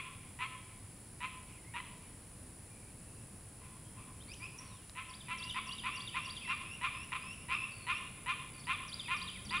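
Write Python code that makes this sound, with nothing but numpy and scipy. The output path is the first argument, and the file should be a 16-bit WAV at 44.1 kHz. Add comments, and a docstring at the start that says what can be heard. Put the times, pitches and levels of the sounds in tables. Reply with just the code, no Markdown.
"""A microphone in the woods, with distant traffic, leaf hiss and a bush cricket scraping throughout.
A large bird gives three lone clucks nearby, its voice membrane slapping shut; the trees return a long,
thin echo. Faint notes and a clucked reply come from farther off, and wind puffs on the microphone.
Halfway a songbird starts rising whistles, a second cricket joins, twigs tick and a far hum comes up.
The large bird cackles on to the end, while another songbird sings two runs of a looping phrase."""
import sys
import numpy as np
from scipy import signal
from scipy.fft import rfft, irfft
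from scipy.io import wavfile

SR = 44100
rng = np.random.default_rng(int(sys.argv[2]) if len(sys.argv) > 2 else 0)


def pcm_store(signal):
    """Save signal as 16-bit PCM."""
    levels = np.round(np.clip(np.atleast_2d(signal), -1, 1) * 32767)
    wavfile.write(sys.argv[1], SR, levels.astype(np.int16).T)


N = 423360
TIME = np.arange(N) / SR
LEAD = SR // 2   # samples of run-in, so that earlier echoes still ring
SIDE = np.array([[1], [-1]])   # adds on the left, subtracts on the right

# clucks, near and far: (time [s], length [s], level [dB], pitch [Hz], roughness [0 = clean],
# gain of the direct path through the leaves [dB])
CLUCKS = [(-.085, 0.1, -36.5, 1037, 0.55, 0.5), (0.389, .085, -35.5, 1020, .5, -0.5),
          (1.204, .078, -36.5, 1005, .8, -.5), (1.737, 0.078, -38, 971, 1.03, -1),
          (3.594, 0.089, -49.5, 1032, 0.8, -14), (3.947, .075, -47, 1042, 1.1, -11),
          (4.137, 0.11, -58, 1048, .6, -12), (4.396, 0.081, -47, 1037, 0.27, -5),
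          (4.578, .09, -46.5, 1021, 0.8, -7.5), (4.951, 0.08, -38, 1015, 0.5, -3),
          (5.283, 0.078, -33.5, 1008, 0, -3.5), (5.544, .064, -34, 1032, 0.56, -2),
          (5.836, 0.073, -32.5, 1044, 0.39, -3), (6.142, 0.067, -32.5, 1051, 0.48, -2),
          (6.476, 0.081, -32.5, 1062, 0.25, -2), (6.812, 0.085, -32, 1050, 0.36, -1.5),
          (7.119, 0.0254, -32.5, 1025, 1, -1.5), (7.137, 0.047, -36.5, 1046, 0.81, -0.5),
          (7.485, 0.092, -32.5, 1062, 0.34, -1.5), (7.867, 0.083, -30.5, 1057, 0.16, -2),
          (8.26, 0.087, -31.5, 1050, 0.1, -1.5), (8.669, 0.09, -31, 1060, 0.18, -1.5),
          (9.081, 0.093, -31.5, 1052, 0.05, -1.5), (9.507, 0.1, -32.5, 1063, 0.21, -0.5)]
# course of one cluck: (position [share of length], pitch [ratio], clear tone [dB], its overtones [dB],
# slap spacing [swings], slap [dB])
CLUCK_SHAPE = [(0, .90, -12.5, 2, 6, -11.5), (.12, .925, -8.5, -1.5, 6, -10), (.28, .97, -4.5, -2, 5, -3),
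               (.39, 1, -6, -25, 3, 0), (.6, 1, -9.5, -23, 3, -1.5), (.71, 1.16, -7.5, 4.5, 4, -7.5),
               (.8, 1.15, -9.5, -1, 4, -16), (.91, 1.08, -12, 7, 4.1, -19), (1, 0.83, -40, 5, 6, -42)]
# harmonics of the clear tone: (harmonic [number], level [dB])
CLUCK_HARMONICS = [(1, 0.5), (2, -3.5), (3, -9), (4, -13.5)]
# resonances of throat and open bill: (frequency [Hz], width [Hz], gain [dB])
THROAT = [(1200, 440, -47), (1375, 214, -3), (2000, 1000, -1.5), (2464, 238, 4.5), (2680, 124, -7),
          (3430, 1050, 0.5)]
# narrow bands that the cackle's echo favours: (frequency [Hz], width [Hz], gain [dB])
ECHO_RINGS = [(1020, 20, 1.5), (2330, 20, -0.5), (2546, 12, -4), (3420, 78, -8)]
# echo of the trees: (frequency [Hz], time to fall 60 dB [s], level [dB])
TREE_ECHO = [(1020, 1.07, -1.5), (1540, 1.3, 0), (2200, 1.33, 0), (2200, 1.33, 1), (2580, 0.83, 2),
             (3270, 1.4, 3), (5330, 1, 2.5), (8800, 0.13, -40)]
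# stereo width of the background: (frequency [Hz], side against mid [dB])
STEREO_WIDTH = [(30, -28), (120, -33.5), (350, -18.5), (900, -15.5), (2500, -11.5), (5000, -4.5),
                (7500, -12.5), (8600, -34), (10000, -34), (14000, -28)]
# spectrum of the distant traffic: (frequency [Hz], relative density [dB])
RUMBLE_SPECTRUM = [(12, -41), (20, -8), (54, -2.5), (107, 0.5), (202, -5.5), (329, -12), (367, -14.5),
                   (498, -17), (665, -20.5), (905, -23), (1050, -21), (1120, -26.5), (1500, -42),
                   (1950, -59), (3300, -120)]
# course of the traffic rumble: (time [s], level before trim [dB])
TRAFFIC_LEVEL = [(0.1, -55), (4.5, -53.5), (5.02, -57.5), (5.28, -54), (9.42, -53.5), (9.45, -51)]
# spectrum of the leaf hiss: (frequency [Hz], relative density [dB])
LEAF_SPECTRUM = [(1200, 2.5), (2000, 2), (2600, 1.5), (3500, -4.5), (5000, -2.5), (6500, -6), (7600, 5.5),
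                 (8400, 0.5), (9400, 8.5), (10600, -22), (11100, -9), (15500, -10)]
# one wing stroke of each cricket: (position [share of stroke], pitch [Hz], relative level [dB])
FIRST_STROKE = [(0, 9635, -12), (.15, 9460, 3), (.35, 10400, 9), (.52, 10630, 7.5), (.7, 10140, 8),
                (.87, 9266, 11), (1, 9520, -8)]
SECOND_STROKE = [(0, 9600, -15), (.2, 9690, 0), (.45, 10090, 14), (.65, 10020, 8), (.85, 9260, -18),
                 (1, 9530, -27)]
# notes of far birds: (time [s], length [s], first pitch [Hz], last pitch [Hz], level [dB])
FAR_NOTES = [(1.523, 0.077, 2870, 2100, -62), (1.64, 0.093, 2040, 2270, -61),
             (2.704, 0.21, 2390, 2310, -69), (3.001, 0.26, 2710, 2630, -74), (3.843, .06, 3250, 3210, -70),
             (4.201, 0.041, 3150, 4060, -60.5), (4.645, 0.2, 4700, 2600, -66.5),
             (7.708, 0.2, 4650, 4200, -62), (8.531, 0.09, 4680, 4400, -64)]
# rising whistles: (time [s], length [s], pitch [Hz], level [dB], sweep [1 = usual])
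WHISTLES = [(4.272, 0.076, 2510, -52.5, 2.17), (4.397, 0.076, 2512, -46, 1.1),
            (5.367, .17, 2820, -48, 1.07), (5.649, .098, 2825, -46.5, .8), (5.886, 0.096, 2735, -47.5, .7),
            (6.163, 0.12, 2730, -48.5, .6), (6.398, .14, 2680, -45, .6), (6.636, 0.13, 2670, -47, .9),
            (6.904, .15, 2617, -49.5, 1), (7.19, 0.16, 2630, -49, 1.1), (7.494, .066, 2514, -37.5, 1.2),
            (7.554, .1, 2630, -41.5, .5), (7.903, 0.093, 2674, -46, 0.84)]
# course of one whistle: (position [share of length], pitch [ratio], relative level [dB])
WHISTLE_SHAPE = [(0, .89, -18), (.2, .95, -5), (.6, 1, 0), (.86, 1.04, 1), (.93, 1.05, -2), (1, 1.05, -10)]
# course of one sharp chip: (time [s], pitch [Hz], level [dB])
CHIP = [(4.578, 5160, -50), (4.584, 6510, -57), (4.590, 5570, -40.5), (4.596, 5660, -47),
        (4.604, 5870, -57)]
# twig ticks: (time [s], level before filtering [dB])
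TWIG_TICKS = [(4.896, -38), (5.450, -41)]
# runs of the looping phrase: (time [s], last phrase starts before [s], period [s], level [dB])
SONG_RUNS = [(5.088, 6.4, .2895, -48.5), (8.592, 9.6, .2852, -47.5)]
# the phrase's four slurs, each a list of (time in phrase [s], pitch [Hz], relative level [dB])
PHRASE_SLURS = [
    [(0, 6270, -11), (.008, 5530, -2), (.018, 4690, -2), (.028, 4490, -2)],
    [(.040, 3010, -1.5), (.051, 3416, 5), (.060, 4590, 1), (.066, 4830, 6), (.073, 4750, -12)],
    [(.108, 3945, -18), (.121, 3650, 7), (.133, 3090, 4), (.142, 3010, -2)],
    [(.160, 2897, -13), (.185, 2550, 0), (.215, 2000, -2), (.230, 1950, -32)],
]


def from_db(db):
    """Decibels to gain."""
    return 10 ** (np.asarray(db) / 20)


def rms_one(x):
    """Scale to rms 1."""
    return x / np.sqrt(np.mean(x ** 2) + 1e-20)


def along(rows, where):
    """Every later column of a table, read along its first."""
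    first, *columns = np.transpose(rows)
    return [np.interp(where, first, column) for column in columns]


def at_hz(points, hz):
    """A spectrum read on a log-frequency axis."""
    point_hz, value = np.transpose(points)
    return np.interp(np.log(hz + 1), np.log(point_hz), value)


def band(x, edge_hz, kind, order=2):
    """Butterworth filter."""
    sections = signal.butter(order, np.clip(edge_hz, 5, SR / 2 - 500), kind, fs=SR, output="sos")
    return signal.sosfilt(sections, x + 1e-18)


def drift(rate_hz, size):
    """A random wander with a spread of about 1."""
    wander = band(rng.standard_normal(size + LEAD), rate_hz, "low")
    return rms_one(wander[LEAD // 2:])[-size:]


def add(track, time_s, sound):
    """Mix a sound into a track that begins with the run-in."""
    start = max(round(time_s * SR) + LEAD, 0)
    part = sound[:max(len(track) - start, 0)]
    track[start:start + len(part)] += part


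def turns(hz):
    """Cycles completed at a moving pitch."""
    return np.cumsum(hz) / SR


def swell(start_s, attack_s, hold_s, release_s, db):
    """A gain that rises, holds and dies away."""
    rise = np.clip((TIME - start_s) / attack_s, 0, 1)
    return from_db(db) * rise * np.exp(-np.maximum(TIME - start_s - attack_s - hold_s, 0) / release_s)


def ring(clicks, hz, width_hz):
    """A resonance: each click sets a dying sine ringing."""
    radius, angle = np.exp(-np.pi * width_hz / SR), 2 * np.pi * hz / SR
    return signal.lfilter([0, np.sin(angle)], [1, -2 * radius * np.cos(angle), radius ** 2], clicks + 1e-18)


def cluck(length_s, pitch_hz, bright_db, rough, glide_depth, rasp_db=-34, flutter_db=5.5):
    """The voice membrane swings near 1 kHz and, driven hard, slaps shut every few swings."""
    size = int(length_s * SR)
    glide, tone_db, overtone_db, spacing, slap_db = along(CLUCK_SHAPE, np.arange(size) / size)
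    waver = 1 + .008 * (1 + rough) * drift(200, size)
    cycles = turns(pitch_hz * glide ** glide_depth * waver)
    slaps, swing, wait = np.zeros(size), 1, 1
    for late, weakness, slip in rng.standard_normal((40, 3)):
        i = np.searchsorted(cycles, swing + 0.11 * rough * slip)
        if i >= size:
            break
        pressure = (wait / spacing[i]) ** 0.051   # builds during the wait
        slaps[i] = from_db(slap_db[i] - 0.65 * weakness) * pressure
        wait = max(2, round(spacing[i] + 1.5 * rough * abs(late)))   # a rough voice skips swings
        swing += wait
    slaps += from_db(slap_db + rasp_db) * rng.standard_normal(size)
    bill = sum(from_db(db + bright_db * (k > 1)) * ring(slaps, hz, width)
               for k, (hz, width, db) in enumerate(THROAT))
    tone = sum(from_db(db + (bright_db + overtone_db) * (n > 1)) * np.sin(2 * np.pi * n * cycles)
               for n, db in CLUCK_HARMONICS)
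    return bill + from_db(tone_db + flutter_db * rough * drift(130, size)) * tone


def cackle(calm_hz=1007.7, excited_hz=1052):
    """All clucks, as two tracks: through the leaves to the microphone, and out into the woods."""
    tracks = np.zeros((2, N + LEAD))
    for time_s, length_s, db, pitch_hz, rough, direct_db in CLUCKS:
        glide_depth = np.interp(pitch_hz, [calm_hz, excited_hz], [.35, 1])   # excitement widens the glide
        bright_db = 0.3 + 0.6 * rough + 0.27 * direct_db   # roughness adds treble, leaves take it
        call = from_db(db) * cluck(length_s, pitch_hz, bright_db, rough, glide_depth)
        add(tracks[0], time_s, from_db(direct_db) * call)
        add(tracks[1], time_s, call)
    voice = band(tracks, 920, "high", order=10)
    top_rasp = from_db(-13) * band(voice, 4700, "high", order=6)
    return band(voice, 3600, "low", order=6) + top_rasp


def echo_ringing(x):
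    """The echo favours a few narrow bands."""
    return x + sum(from_db(db) * band(x, [hz - width / 2, hz + width / 2], "band", order=1)
                   for hz, width, db in ECHO_RINGS)


def tree_echo(x, build_s=0.0074, lumpy_db=4):
    """Echoes off many trunks, some stronger than others, dying soonest in the high treble."""
    t = TIME[:SR * 3 // 2]
    echoes = rms_one(rng.standard_normal(len(t)) * from_db(lumpy_db * drift(132, len(t))))
    spectrum = rfft(echoes * (1 - np.exp(-t / build_s)))
    hz = np.arange(len(spectrum)) * SR / len(t)
    centres_hz, response = np.array(TREE_ECHO)[:, 0], 0
    for this_band, (_, t60, db) in zip(np.eye(len(TREE_ECHO)), TREE_ECHO):
        weight = at_hz(np.column_stack([centres_hz, this_band]), hz)
        response += irfft(spectrum * weight, len(t)) * from_db(db - 60 * t / t60)
    return signal.fftconvolve(x, response / np.sqrt(np.sum(response ** 2)))[:len(x)]


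def stereo_noise(spectrum):
    """Coloured noise, nearly the same in both channels; rms 1."""
    hz = np.arange(N // 2 + 1) * SR / N
    mid, side = rfft(rng.standard_normal((2, N))) * from_db(at_hz(spectrum, hz))
    return rms_one(irfft(mid + side * from_db(at_hz(STEREO_WIDTH, hz)) * SIDE, N))


def far_drone(hz, width_hz):
    """A note that fades in and out on its long way to the microphone."""
    phase = 2 * np.pi * turns(hz * np.ones(N))
    return drift(width_hz, N) * np.sin(phase) + drift(width_hz, N) * np.cos(phase)


def distant_traffic(trim_db=-0.42, cruise_hz=106.2, octave_up_at_s=9.58, db_per_octave=7.5):
    """A far road rumbles; one engine cruises, then speeds up ever faster and grows louder."""
    rumble = from_db(along(TRAFFIC_LEVEL, TIME)[0] + trim_db) * stereo_noise(RUMBLE_SPECTRUM)
    speed = 1 + np.exp((TIME - octave_up_at_s) / .95)
    engine_db = -65.5 + db_per_octave * np.log2(speed)
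    return rumble + from_db(engine_db) * far_drone(cruise_hz * speed, width_hz=5.9)


def leaf_hiss(db=-60.5):
    """A steady, faint hiss from the foliage round the microphone."""
    return from_db(db) * stereo_noise(LEAF_SPECTRUM)


def cricket(stroke, strokes_per_s, top_hz=10750):
    """A scraper runs over a file of teeth: pitch follows the wing's speed; leaves scatter the sound."""
    position = turns(strokes_per_s * (1 + 0.00398 * drift(2, N))) % 1
    hz, db = along(stroke, position)
    level = from_db(db + 1.6 * drift(200, N))
    song = level * np.sin(2 * np.pi * turns(hz * (1 + 0.0178 * drift(1180, N))))
    t = TIME[:SR // 40]
    leaves = rng.standard_normal(len(t)) * np.exp(-t / 0.0063) * from_db(-22.5)
    leaves[0] = 1   # the direct path
    return rms_one(band(signal.fftconvolve(song, leaves)[:N], top_hz, "low", order=16))


def crickets(first_db=-59.5, second_db=-60.5, join_s=(4.8, 5.43)):
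    """One insect sings throughout; a second swells from a murmur to full song halfway."""
    first = from_db(first_db) * cricket(FIRST_STROKE, strokes_per_s=70.5)
    joining_db = np.interp(TIME, join_s, [-12, 0])
    return first + from_db(second_db + joining_db) * cricket(SECOND_STROKE, strokes_per_s=66.5)


def slur(course, octave_db, waver, flutter_db):
    """A bird's gliding, slightly unsteady whistle with its octave."""
    t = np.arange(course[0][0], course[-1][0], 1 / SR)
    hz, db = along(course, t)
    phase = 2 * np.pi * turns(hz * (1 + waver * drift(115, len(t))))
    level = from_db(db + flutter_db * drift(97, len(t))) * signal.windows.tukey(len(t), .1)
    return level * (np.sin(phase) + from_db(octave_db) * np.sin(2 * phase))


def far_birds():
    """Faint, plain glides from deeper in the woods."""
    track = np.zeros(N + LEAD)
    for time_s, length_s, first_hz, last_hz, db in FAR_NOTES:
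        course = [(time_s, first_hz, db), (time_s + length_s, last_hz, db)]
        add(track, time_s, slur(course, octave_db=-35, waver=0.0234, flutter_db=3))
    return track


def wind_puff():
    """One soft, low puff of wind on the microphone."""
    buffeting = rms_one(band(rng.standard_normal(N), [40, 75], "band"))
    return swell(start_s=4.1, attack_s=0.065, hold_s=.08, release_s=0.093, db=-56) * buffeting


def rising_whistles(flick=0.18):
    """A songbird's whistles climb and flick up at the end; low or wide ones have the strongest octave."""
    track = np.zeros(N + LEAD)
    for time_s, length_s, hz, db, sweep in WHISTLES:
        course = [(share * length_s, hz * (ratio ** sweep + flick * sweep ** 2 * share ** 20), db + swell_db)
                  for share, ratio, swell_db in WHISTLE_SHAPE]
        octave_level_db = -60 - .024 * (hz - 2500) + 4 * (sweep - 1)
        add(track, time_s, slur(course, octave_level_db - db, waver=0.0085, flutter_db=3.5))
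    return track


def chip():
    """One sharp, high note from a small bird."""
    track = np.zeros(N + LEAD)
    add(track, CHIP[0][0], slur(CHIP, octave_db=-35, waver=.01, flutter_db=4))
    return track


def twigs(decay_s=0.0014):
    """Tiny dry snaps, each a burst of noise."""
    track, t = np.zeros(N + LEAD), TIME[:SR // 50]
    for time_s, db in TWIG_TICKS:
        snap = rng.standard_normal(len(t)) * np.exp(-t / decay_s)
        add(track, time_s, from_db(db) * band(snap, [700, 7000], "band"))
    return track


def far_hum(hz=218.4):
    """A hum from the road comes up and slowly fades."""
    return swell(start_s=4.9, attack_s=0.35, hold_s=.3, release_s=5, db=-66) * far_drone(hz, width_hz=3)


def looping_song(first_phrase_db=-8.5):
    """A songbird repeats a phrase of four slurs, opening each run softly."""
    track = np.zeros(N + LEAD)
    for start_s, end_s, period_s, db in SONG_RUNS:
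        for k, time_s in enumerate(np.arange(start_s, end_s, period_s)):
            gain = from_db(db + first_phrase_db * (k == 0))
            for course in PHRASE_SLURS:
                note = slur(course, octave_db=-24, waver=0.0093, flutter_db=3)
                add(track, time_s + course[0][0], gain * note)
    return track


def scene(cackle_echo_db=-12, song_echo_db=-10, echo_side_db=-20):
    """At the microphone: birds in the centre, their echo slightly wider, over insects and traffic."""
    direct_cackle, sent_cackle = cackle()
    song = far_birds() + rising_whistles() + chip() + looping_song()
    into_woods = from_db(cackle_echo_db) * echo_ringing(sent_cackle) + from_db(song_echo_db) * song
    echo = tree_echo(into_woods) + from_db(echo_side_db) * tree_echo(into_woods) * SIDE
    foreground = direct_cackle + song + twigs() + echo
    background = distant_traffic() + leaf_hiss() + crickets() + wind_puff() + far_hum()
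    return foreground[:, LEAD:] + background


def record(dry, cutoff_hz=15750):
    """The top is cut steeply."""
    return signal.sosfilt(signal.ellip(12, .1, 80, cutoff_hz, fs=SR, output="sos"), dry)


dry = scene()
out = record(dry)
pcm_store(out)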